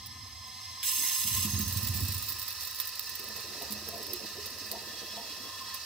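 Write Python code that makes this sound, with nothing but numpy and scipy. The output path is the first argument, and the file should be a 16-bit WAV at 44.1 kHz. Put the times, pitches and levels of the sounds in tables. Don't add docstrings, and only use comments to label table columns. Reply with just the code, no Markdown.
import sys
import numpy as np
from scipy import signal
from scipy.fft import irfft, next_fast_len
from scipy.io import wavfile
from scipy.ndimage import map_coordinates

SR = 44100
rng = np.random.default_rng(int(sys.argv[2]) if len(sys.argv) > 2 else 0)


def bounce(signal):
    frames = np.transpose(np.atleast_2d(signal))
    limited = np.clip(frames, -1, 1)
    pcm = np.round(limited * 32767).astype(np.int16)
    wavfile.write(sys.argv[1], SR, pcm)


N = 258073
TIME = np.arange(N) / SR
FREQ = np.maximum(np.fft.rfftfreq(next_fast_len(N, True), 1 / SR), 1)
SIDES = np.array([[1], [-1]])

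# (f/Hz, width/Hz, level/dB, left minus right/dB)
WATER_MODES = [(213, 5.4, 0.5, 0), (298, 18, -9, -4), (356.5, 8.7, 0, -2.5), (455, 59, -3.5, -5),
               (683, 19, -3.5, 5), (937, 23, -9, -2)]

OPENS_S, BREAKS_S, FULL_FLOW_S = 0.828, 1.453, 1.54
JET_T60_S = 4.5


def from_db(db):
    return 10 ** (np.asarray(db) / 20)


def rms_one(x):
    return x / np.sqrt(np.mean(x ** 2) + 1e-20)


def panned(db, pan_db):
    return from_db(db + SIDES * pan_db / 2)


def across_hz(points):
    hz, *columns = np.transpose(points)
    return [np.interp(np.log(FREQ), np.log(hz), column) for column in columns]


def drift(rate):
    step, settle = 40, 2000
    r = np.exp(-2 * step * np.pi * rate / SR)
    noise = rng.standard_normal(N // step + settle + 2)
    slow = signal.lfilter([1], [1, -2 * r, r * r], noise)[settle:]
    return np.interp(np.arange(N) / step, np.arange(len(slow)), rms_one(slow))


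def swell(start, end, attack_s, t60):
    rise = np.clip((TIME - start) / attack_s, 0, 1)
    return rise * from_db(-60 * np.maximum(TIME - end, 0) / t60)


def hump(centre_s, width_s):
    return np.exp(-((TIME - centre_s) / width_s) ** 2)


def burst(start, t60, rise):
    out = np.zeros(N)
    first = max(int(start * SR), 0)
    age = TIME[:min(N - first, int(2 * t60 * SR))]
    out[first:first + len(age)] = (1 - np.exp(-age / rise)) * from_db(-60 * age / t60)
    return out


def sputter(per_s, spread_db, t60):
    starts = rng.random(N) < per_s / SR
    power = starts * from_db(2 * spread_db * np.clip(rng.standard_normal(N), -2, 2))
    decay = from_db(-60 / (t60 * SR)) ** 2
    return rms_one(np.sqrt(signal.lfilter([1], [1, -decay], power + 1e-18)))


def ring(clicks, hz, t60):
    r, w = from_db(-60 / (t60 * SR)), 2 * np.pi * hz / SR
    return signal.lfilter([0, np.sin(w)], [1, -2 * r * np.cos(w), r * r], clicks + 1e-18)


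def bubbles(per_s, cycles, low_hz, high_hz, count=18):
    clicks = (rng.random(N) < per_s / SR) * rng.uniform(-1.04, 1, N)
    dealt = rng.integers(0, count, N)
    out = np.zeros(N)
    for k, hz in enumerate(np.geomspace(low_hz, high_hz, count)):
        out += ring(clicks * (dealt == k), hz, cycles / hz) * np.sqrt(low_hz / hz)
    return rms_one(out)


def resonances(modes):
    return sum(panned(db, pan) ** 2 / (1 + ((FREQ - hz) / width) ** 2) ** 2
               for hz, width, db, pan in modes)


def standing_waves(spacing_hz):
    ripple = rng.standard_normal(SR)
    return np.interp(FREQ / spacing_hz, np.arange(SR), ripple)


def turbulence(colour=(), modes=(), weight=1, ripple_db=4.5):
    # (f/Hz, likeness 0-1, scatter of phase/rad)
    likeness = [(100, 1, .05), (304, 0.85, 0.072), (824, 0.83, 0.43), (2450, 1, 1.27), (4330, 0.9, 1.85),
                (8750, 0, 1.8), (10500, 0.72, 0.45), (14700, 0.7, 2.7)]
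    power = resonances(modes)
    if len(colour):
        power = power + panned(*across_hz(colour)) ** 2
    power = weight * power
    mid, side = rng.standard_normal((2, len(FREQ))) + 1j * rng.standard_normal((2, len(FREQ)))
    alike, scatter = across_hz(likeness)
    alike = np.clip(alike, 0, 1)
    pair = np.sqrt(1 + alike) * mid + np.sqrt(1 - alike) * side * SIDES
    if ripple_db:
        pair[0] *= np.exp(1j * scatter * standing_waves(spacing_hz=130.63))
        pair *= from_db(ripple_db * standing_waves(spacing_hz=30))
    return rms_one(irfft(pair * np.sqrt(power))[:, :N])


def wandering(x):
    share, per_s = 0.004, 9
    reading = np.cumsum(1 + share * drift(per_s))
    return np.array([map_coordinates(side, [reading], order=5, mode="mirror") for side in x])


def flow():
    builds_db_per_s, eases_db_per_s = 19, 0.51
    since = TIME - FULL_FLOW_S
    return from_db(np.minimum(builds_db_per_s * since, -eases_db_per_s * since))


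def bumps():
    # (t/s, level/dB, extra level of the upper modes/dB)
    bump_table = [(.36, -44, -21), (0.439, -49, -7), (.55, -46, -13), (.95, -45, -18), (1.243, -37, -2),
                  (1.31, -29.5, -16), (1.376, -30.5, -5.5), (1.446, -29.5, 4), (1.529, -19.5, -10),
                  (1.593, -29, 4), (1.663, -24.5, -10.5), (1.755, -20.5, -14), (1.826, -22.5, -12),
                  (1.887, -21, -18), (1.946, -22, -14), (2.012, -19.5, -35), (2.082, -23.5, -13),
                  (2.149, -25, -23)]
    # (f/Hz, t60/s, level/dB)
    case_modes = [(90.9, 0.18, 3.5), (99.3, 0.1, -7), (178, 0.1, -1), (203.4, 0.2, 2.5), (270, 0.13, -25),
                  (338, 0.19, -14.5)]
    s, level_db, upper_db = np.transpose(bump_table)
    out = np.zeros(N)
    for hz, t60, mode_db in case_modes:
        pushes = np.zeros(N)
        pushes[(s * SR).astype(int)] = from_db(level_db + mode_db + (hz > 150) * upper_db)
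        building = signal.butter(2, [0.93 * hz, 1.53 * hz], "band", fs=SR, output="sos")
        out += signal.sosfilt(building, ring(pushes, hz, t60))
    return out * panned(-5.5, -4.5)


def handling():
    # (start t/s, end t/s, rumble level/dB)
    shifts = [(-.15, 0.225, -49), (0.3, 0.954, -59), (1.154, 2.02, -39.5), (3.07, 3.198, -52.5),
              (3.555, 3.72, -51.5), (4.0, 4.788, -59.5)]
    # (f/Hz, level per Hz/dB, left minus right/dB)
    rumble_colour = [(20, -23, 0), (48, -14, -9), (67.4, -1, -8), (89.5, 0.5, 2), (118, 0.5, -7),
                     (134.5, -9.5, 3), (220, -10.5, 0.5), (317, -23.5, -7), (590, -61, 13), (1500, -88, 0)]
    grip_db, attack_s, t60_s = -62, 0.22, 1.6
    power = from_db(grip_db) ** 2
    for start, end, db in shifts:
        power = power + (from_db(db) * swell(start, end, attack_s, t60_s)) ** 2
    return bumps() + turbulence(rumble_colour) * np.sqrt(power)


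def short_swell(hz):
    near = resonances([(hz, 0.1 * hz, 0, 0)])
    fill = [(hz, -23.5, -2)]
    return turbulence(fill, WATER_MODES, weight=near, ripple_db=3.0)


def gurgling():
    # (start t/s, end t/s, level/dB)
    gurgle_swells = [(1.3, 1.984, -62.5), (3.007, 4.21, -52.5), (4.287, 5.413, -55)]
    # (f/Hz, level per Hz/dB, left minus right/dB)
    gurgle_colour = [(80, -15, 2), (184, -20, -21), (408, -24.5, -1), (600, -10, -12), (755, -15.5, 1),
                     (950, -35, 12), (2500, -60, 10)]
    # (t/s, level/dB, pitch f/Hz)
    short_table = [(0.977, -45, 270), (1.032, -38, 1940), (1.56, -45, 255), (1.997, -40, 259),
                   (2.3, -56.5, 332), (3.189, -47, 412), (3.48, -43.5, 366), (3.61, -42, 824),
                   (3.7, -40, 258), (3.919, -43, 680), (4.119, -41.5, 360), (4.371, -43, 380),
                   (4.724, -39.5, 810), (5.163, -39.5, 864), (5.39, -59, 454)]
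    steady_db, attack_s, t60_s = -72.5, 0.56, 1.4
    strength = from_db(steady_db)
    for start, end, db in gurgle_swells:
        strength = strength + from_db(db) * swell(start, end, attack_s, t60_s)
    churn = turbulence(gurgle_colour, WATER_MODES) * sputter(per_s=120, spread_db=5.5, t60=0.17)
    popping = bubbles(per_s=70, cycles=35, low_hz=240, high_hz=820) * panned(-5, -3)
    short = sum(short_swell(hz) * from_db(db) * burst(s, t60=0.31, rise=0.0088)
                for s, db, hz in short_table)
    return (churn + popping) * strength + short


def knocks():
    # (t/s, level/dB, t60/s)
    knock_table = [(.829, -37, .17), (2.7998, -42, .07), (5.7, -48, .04)]
    # (f/Hz, width/Hz, level/dB, left minus right/dB)
    knock_modes = [(1390, 110, -9, 0), (1700, 83, -2, 4), (2160, 150, 2, 0), (2650, 290, 0, -2),
                   (3330, 230, 6, -4)]
    strength = sum(from_db(db) * burst(s, t60, rise=0.00037) for s, db, t60 in knock_table)
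    return turbulence(modes=knock_modes) * strength


def wall_ringing():
    # (f/Hz, width/Hz, level/dB, left minus right/dB)
    wall_modes = [(680, 12, -16, 0), (951, 25, -5, 3), (1040.7, 26.6, 2, 0), (1253, 31, -4.5, 5),
                  (1350, 81, -18, 13), (1620, 12, -11.5, -2), (1769, 30, 0, 6), (1890, 22, -3.5, 1)]
    leak_db, flow_db, jet_db, swell_db = -59, -53, -51, -49.5
    wall = turbulence(modes=wall_modes) * np.hypot(from_db(leak_db), from_db(flow_db) * flow())
    by_jet = from_db(jet_db) * swell(OPENS_S, BREAKS_S, attack_s=0.2, t60=JET_T60_S)
    late = from_db(swell_db) * hump(centre_s=5.59, width_s=0.28)
    low_wall = turbulence(modes=wall_modes, weight=1 / FREQ ** 2) * np.hypot(by_jet, late)
    return (wall + low_wall) * from_db(0.8 * drift(8))


def whistle():
    # (f/Hz, width/Hz, level/dB, left minus right/dB)
    whistle_modes = [(2720, 130, -9, 0), (3080, 70, -8, 2), (3385, 50, 3.5, 5), (4040, 70, -6, 0),
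                     (4545, 35, -3, -3), (5590, 60, -3, -3), (5920, 25, -7, -3), (6930, 50, -11, -3),
                     (8200, 90, -11, -6)]
    strength = from_db(-51) * swell(start=4.76, end=5.68, attack_s=0.13, t60=1.9)
    flutter = from_db(1.5 * drift(12))
    return wandering(turbulence(modes=whistle_modes)) * strength * flutter


def leak():
    # (f/Hz, level per Hz/dB, left minus right/dB)
    leak_colour = [(30.3, -49, -2), (500, -41, 1), (780, -15, 4), (1530, -64, -3), (2020, -16, 1),
                   (3000, -15.5, 4), (4740, -12, -1), (6000, -18, -1), (6400, -33, 0), (8070, -17.5, -13),
                   (10100, -36, -12), (10400, -21.5, 3), (16100, -28, -7)]
    # (f/Hz, width/Hz, level/dB, left minus right/dB)
    leak_modes = [(1034, 28, -1, 0), (2073, 32, -8, 3), (2800, 35, -11, -5), (3328, 148, -9, 2),
                  (4028, 143, -4, 1), (5176, 50, 2, -4), (5676, 108, -10, -3), (6253, 109, -8, -5),
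                  (6420, 45, -7, -14), (8087, 84, -14, -14), (11371, 51, -17, 5)]
    start_db, t60_s = -46.5, 4.2
    press_s, press_takes_s, press_db = 0.37, 0.25, 3
    step_db = press_db * np.clip((TIME - press_s) / press_takes_s, 0, 1)
    fade_db = 60 * np.maximum(TIME - OPENS_S, 0) / t60_s
    return turbulence(leak_colour, leak_modes) * from_db(start_db + step_db - fade_db)


def singing():
    # (f/Hz, width/Hz, level/dB, left minus right/dB)
    singing_modes = [(5188, 30, 0, -4), (5240, 36, -4, -4)]
    stutter = from_db(2.5 * drift(14))
    return wandering(turbulence(modes=singing_modes)) * flow() * from_db(-52) * stutter


def rush():
    # (f/Hz, level per Hz/dB, left minus right/dB)
    rush_colour = [(200, -32, -5), (580, -20, 6.5), (1240, -23, -25), (1570, -16.5, 3), (1980, -13.5, 1),
                   (2640, -16, -0.5), (2850, -24.5, 2), (3700, -11, 3.5), (4150, -9, -5),
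                   (4750, -16.5, -11), (5360, -6.5, -4), (6370, -15, -1.5), (6700, -19, -11),
                   (8000, -19, -14.5), (9200, -17, 2), (9600, -25.5, 2)]
    # (f/Hz, width/Hz, level/dB, left minus right/dB)
    rush_modes = [(2600, 70, -11, 0), (2720, 150, -9, 0), (3370, 70, -14, 4), (3860, 70, -8, -3),
                  (4040, 70, -9, -3), (4310, 110, -7, -7), (4490, 70, -9, -6), (4760, 130, -6, -7),
                  (5060, 60, -6, -4), (5145, 45, -3, -4), (5330, 110, -9, -4), (5578, 45, -6, -6),
                  (5870, 50, -10, -5), (6090, 50, -7, -6), (6200, 55, -7, -6), (6930, 55, -11, -5),
                  (7220, 150, -14, -6), (8070, 120, -19, -10), (10560, 110, -15, 2), (14484, 55, -13, -5),
                  (15000, 110, -11, -7)]
    level_db, waver_db = -41, 1.1
    hiss = turbulence(rush_colour, rush_modes, ripple_db=3.7)
    return hiss * flow() * from_db(level_db + waver_db * drift(20))


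def spits():
    # (t/s, level/dB, t60/s)
    spit_table = [(0.06, -31.5, .05), (0.068, -33.5, .04), (0.471, -41, .05), (1.501, -27, .07),
                  (1.588, -23.5, .12), (1.609, -24, .1), (1.625, -24.5, .06), (1.679, -23, .08),
                  (1.724, -23, .08), (1.771, -20.5, .1), (1.829, -26, .06), (1.870, -22, .11),
                  (1.939, -26, .22), (1.972, -25, .06), (2.005, -22.5, .06), (2.022, -25, .05),
                  (2.05, -24, .06), (2.083, -23, .06), (2.105, -26.5, .05), (2.121, -22, .09),
                  (2.145, -22, .07), (2.179, -24, .07), (2.224, -25, .07), (2.2854, -22.5, .12),
                  (2.3015, -24, .06), (2.321, -24, .07), (2.395, -23, .05), (2.4166, -24.5, .05),
                  (2.4275, -27, .05), (2.4805, -23.5, .05), (2.506, -25.5, .045), (2.525, -26.5, .04),
                  (2.608, -24.5, .04), (2.621, -25.5, .04), (2.632, -26, .04), (2.6496, -24.5, .06),
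                  (2.6724, -27, .045), (2.7103, -27.5, .05), (2.746, -28, .04), (2.758, -27, .06),
                  (2.7873, -27, .04), (2.7998, -19, .075), (2.8527, -28.5, .05), (2.872, -25, .09),
                  (2.891, -28, .04), (2.9534, -26.5, .05), (2.9943, -17.5, .02), (3.008, -30, .04),
                  (3.026, -29, .05), (3.0574, -30, .025), (3.0708, -31, .04), (3.093, -23.5, .055),
                  (3.1535, -25, .05), (3.194, -27, .04), (3.2404, -28, .03), (3.285, -28, .03),
                  (3.3635, -27, .06), (3.406, -32, .08), (3.598, -33.5, .03), (3.6205, -25, .05),
                  (3.7075, -24.5, .04), (3.7225, -22, .07), (3.887, -25, .045), (3.9555, -34, .04),
                  (3.9786, -28.5, .03), (4.029, -26.5, .05), (4.0668, -27, .025), (4.133, -22, .05),
                  (4.1608, -31.5, .03), (4.257, -32.5, .04), (4.458, -24, .05), (4.5047, -30, .025),
                  (4.585, -29.5, .03), (4.6133, -33.5, .04), (4.6628, -31, .045), (4.7148, -20, .045),
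                  (4.8863, -35, .03), (5.7436, -23, .05)]
    # (f/Hz, level per Hz/dB, left minus right/dB)
    spit_colour = [(1480, -46, -19), (3780, -7.5, -1), (5730, -10, -11), (7000, -19.5, -5),
                   (7400, -11.5, -10), (8340, -16.5, -5), (9350, -9, -4), (9550, -22, -4),
                   (10400, -10.5, 5), (12200, -9.5, -2), (13400, -8, 0), (13900, -15.5, -9),
                   (16400, -11, -13.5)]
    # (f/Hz, width/Hz, level/dB, left minus right/dB)
    spit_modes = [(7230, 60, -12, -6), (8070, 130, -14, -10), (9150, 130, -12, -9), (9834, 25, -8, 3),
                  (10680, 220, -13, 4), (11353, 25, -9, -5), (12400, 200, -13, -4), (14095, 65, 1, -8),
                  (14484, 55, -4, -5), (14975, 65, 2, -7), (15110, 100, -3, -9)]
    mist_jet = from_db(-40) * swell(OPENS_S, BREAKS_S, attack_s=0.76, t60=0.82)
    mist = mist_jet ** 2 + (from_db(-47.5) * flow()) ** 2
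    air = (from_db(-41) * swell(BREAKS_S, end=1.66, attack_s=0.55, t60=3.6)) ** 2
    crack_db, tail_db, ring_db = -8.5, -15, -11
    hardening, middling_db = 0.3, -25
    cracks, tails, rings = np.zeros((3, N))
    for s, db, t60 in spit_table:
        hard_db = db + hardening * (db - middling_db)
        cracks += (from_db(hard_db + crack_db) * burst(s, t60=0.012, rise=0.0001)) ** 2
        tails += (from_db(hard_db + tail_db) * burst(s, t60, rise=0.0004)) ** 2
        rings += (from_db(db + ring_db) * burst(s, t60 * 1.07, rise=0.0003)) ** 2
    fizzing = air * sputter(per_s=85, spread_db=3.5, t60=0.04) ** 2
    ringing = air * sputter(per_s=75, spread_db=3.5, t60=0.05) ** 2
    droplets = bubbles(per_s=150, cycles=150, low_hz=7000, high_hz=15000, count=30) * panned(-3.5, -4)
    fizz = turbulence(spit_colour) * np.sqrt(mist + fizzing + cracks + tails) * from_db(2.0)
    chirr = turbulence(modes=spit_modes) * np.sqrt(ringing + rings) * from_db(3.0)
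    return fizz + chirr + droplets * np.sqrt(air)


def jet_strength():
    sag_db_per_s, drop_db, drop_takes_s = 4.5, 6.5, 0.03
    sagged_db = sag_db_per_s * np.clip(TIME - OPENS_S, 0, BREAKS_S - OPENS_S)
    dropped_db = drop_db * np.clip((TIME - BREAKS_S) / drop_takes_s, 0, 1)
    return swell(OPENS_S, BREAKS_S, attack_s=0.0027, t60=JET_T60_S) * from_db(-sagged_db - dropped_db)


def shriek():
    # (f/Hz, width/Hz, level/dB, left minus right/dB)
    shriek_modes = [(5190, 45, -6, -4), (5575, 35, -9, -8), (6215, 45, -4, -7), (6350, 50, 0, -6),
                    (6410, 40, -1, -11)]
    flicker = from_db(2 * drift(25))
    strength = from_db(-39.5) * swell(OPENS_S, end=1.63, attack_s=0.039, t60=1.1)
    return turbulence(modes=shriek_modes, ripple_db=2) * flicker * strength


def jet():
    # (f/Hz, level per Hz/dB, left minus right/dB)
    jet_colour = [(700, -31, -1), (1420, -33, -5), (2000, -27, 1), (2590, -11.5, 1), (4100, -10.5, 2.5),
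                  (5950, -21, -3), (6950, -16.5, -10), (7900, -10, -12), (8600, -16, -17), (9450, -14.5, 5),
                  (11440, -5, 0), (12300, -11, 0), (14200, -10, -2), (16000, -9.5, -3)]
    # (f/Hz, width/Hz, level/dB, left minus right/dB)
    jet_modes = [(1034, 26, -9, 0), (1762, 30, -12, 3), (2035, 90, -12, 3), (2800, 110, -11, 0),
                 (3298, 74, -15, 8), (3980, 170, -12, 1), (5166, 55, 1, -6), (5572, 45, -3, -8),
                 (6215, 40, -3, -7), (6300, 22, 2, -3), (8050, 75, 0, -12), (8170, 90, -9, -14),
                 (11130, 103, -11, 8), (11335, 100, -6, 0), (11850, 100, -12, 0), (12640, 70, -14, -14),
                 (14090, 60, -3, 0), (14487, 45, 1, -3), (15030, 150, -2, -5), (15180, 130, -4, -10)]
    level_db = -27.5
    flutter_db = 1.5 * drift(45)
    surge_db = 1.5 * drift(24) - 0.5
    hiss = turbulence(jet_colour, jet_modes, ripple_db=2)
    below = signal.butter(3, 4500, fs=SR, output="sos")
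    body = signal.sosfiltfilt(below, hiss)
    surging = hiss - body + body * from_db(surge_db)
    return surging * jet_strength() * from_db(level_db + flutter_db) + shriek()


def scene():
    background = handling() + gurgling() + knocks() + wall_ringing() + whistle()
    return background + leak() + singing() + rush() + spits() + jet()


def record(dry):
    bass_cut_hz, top_cut_hz = 58, 15750
    thin = signal.sosfilt(signal.butter(2, bass_cut_hz, "high", fs=SR, output="sos"), dry)
    return signal.sosfilt(signal.ellip(12, 0.1, 80, top_cut_hz, fs=SR, output="sos"), thin)


dry = scene()
out = record(dry)
bounce(out)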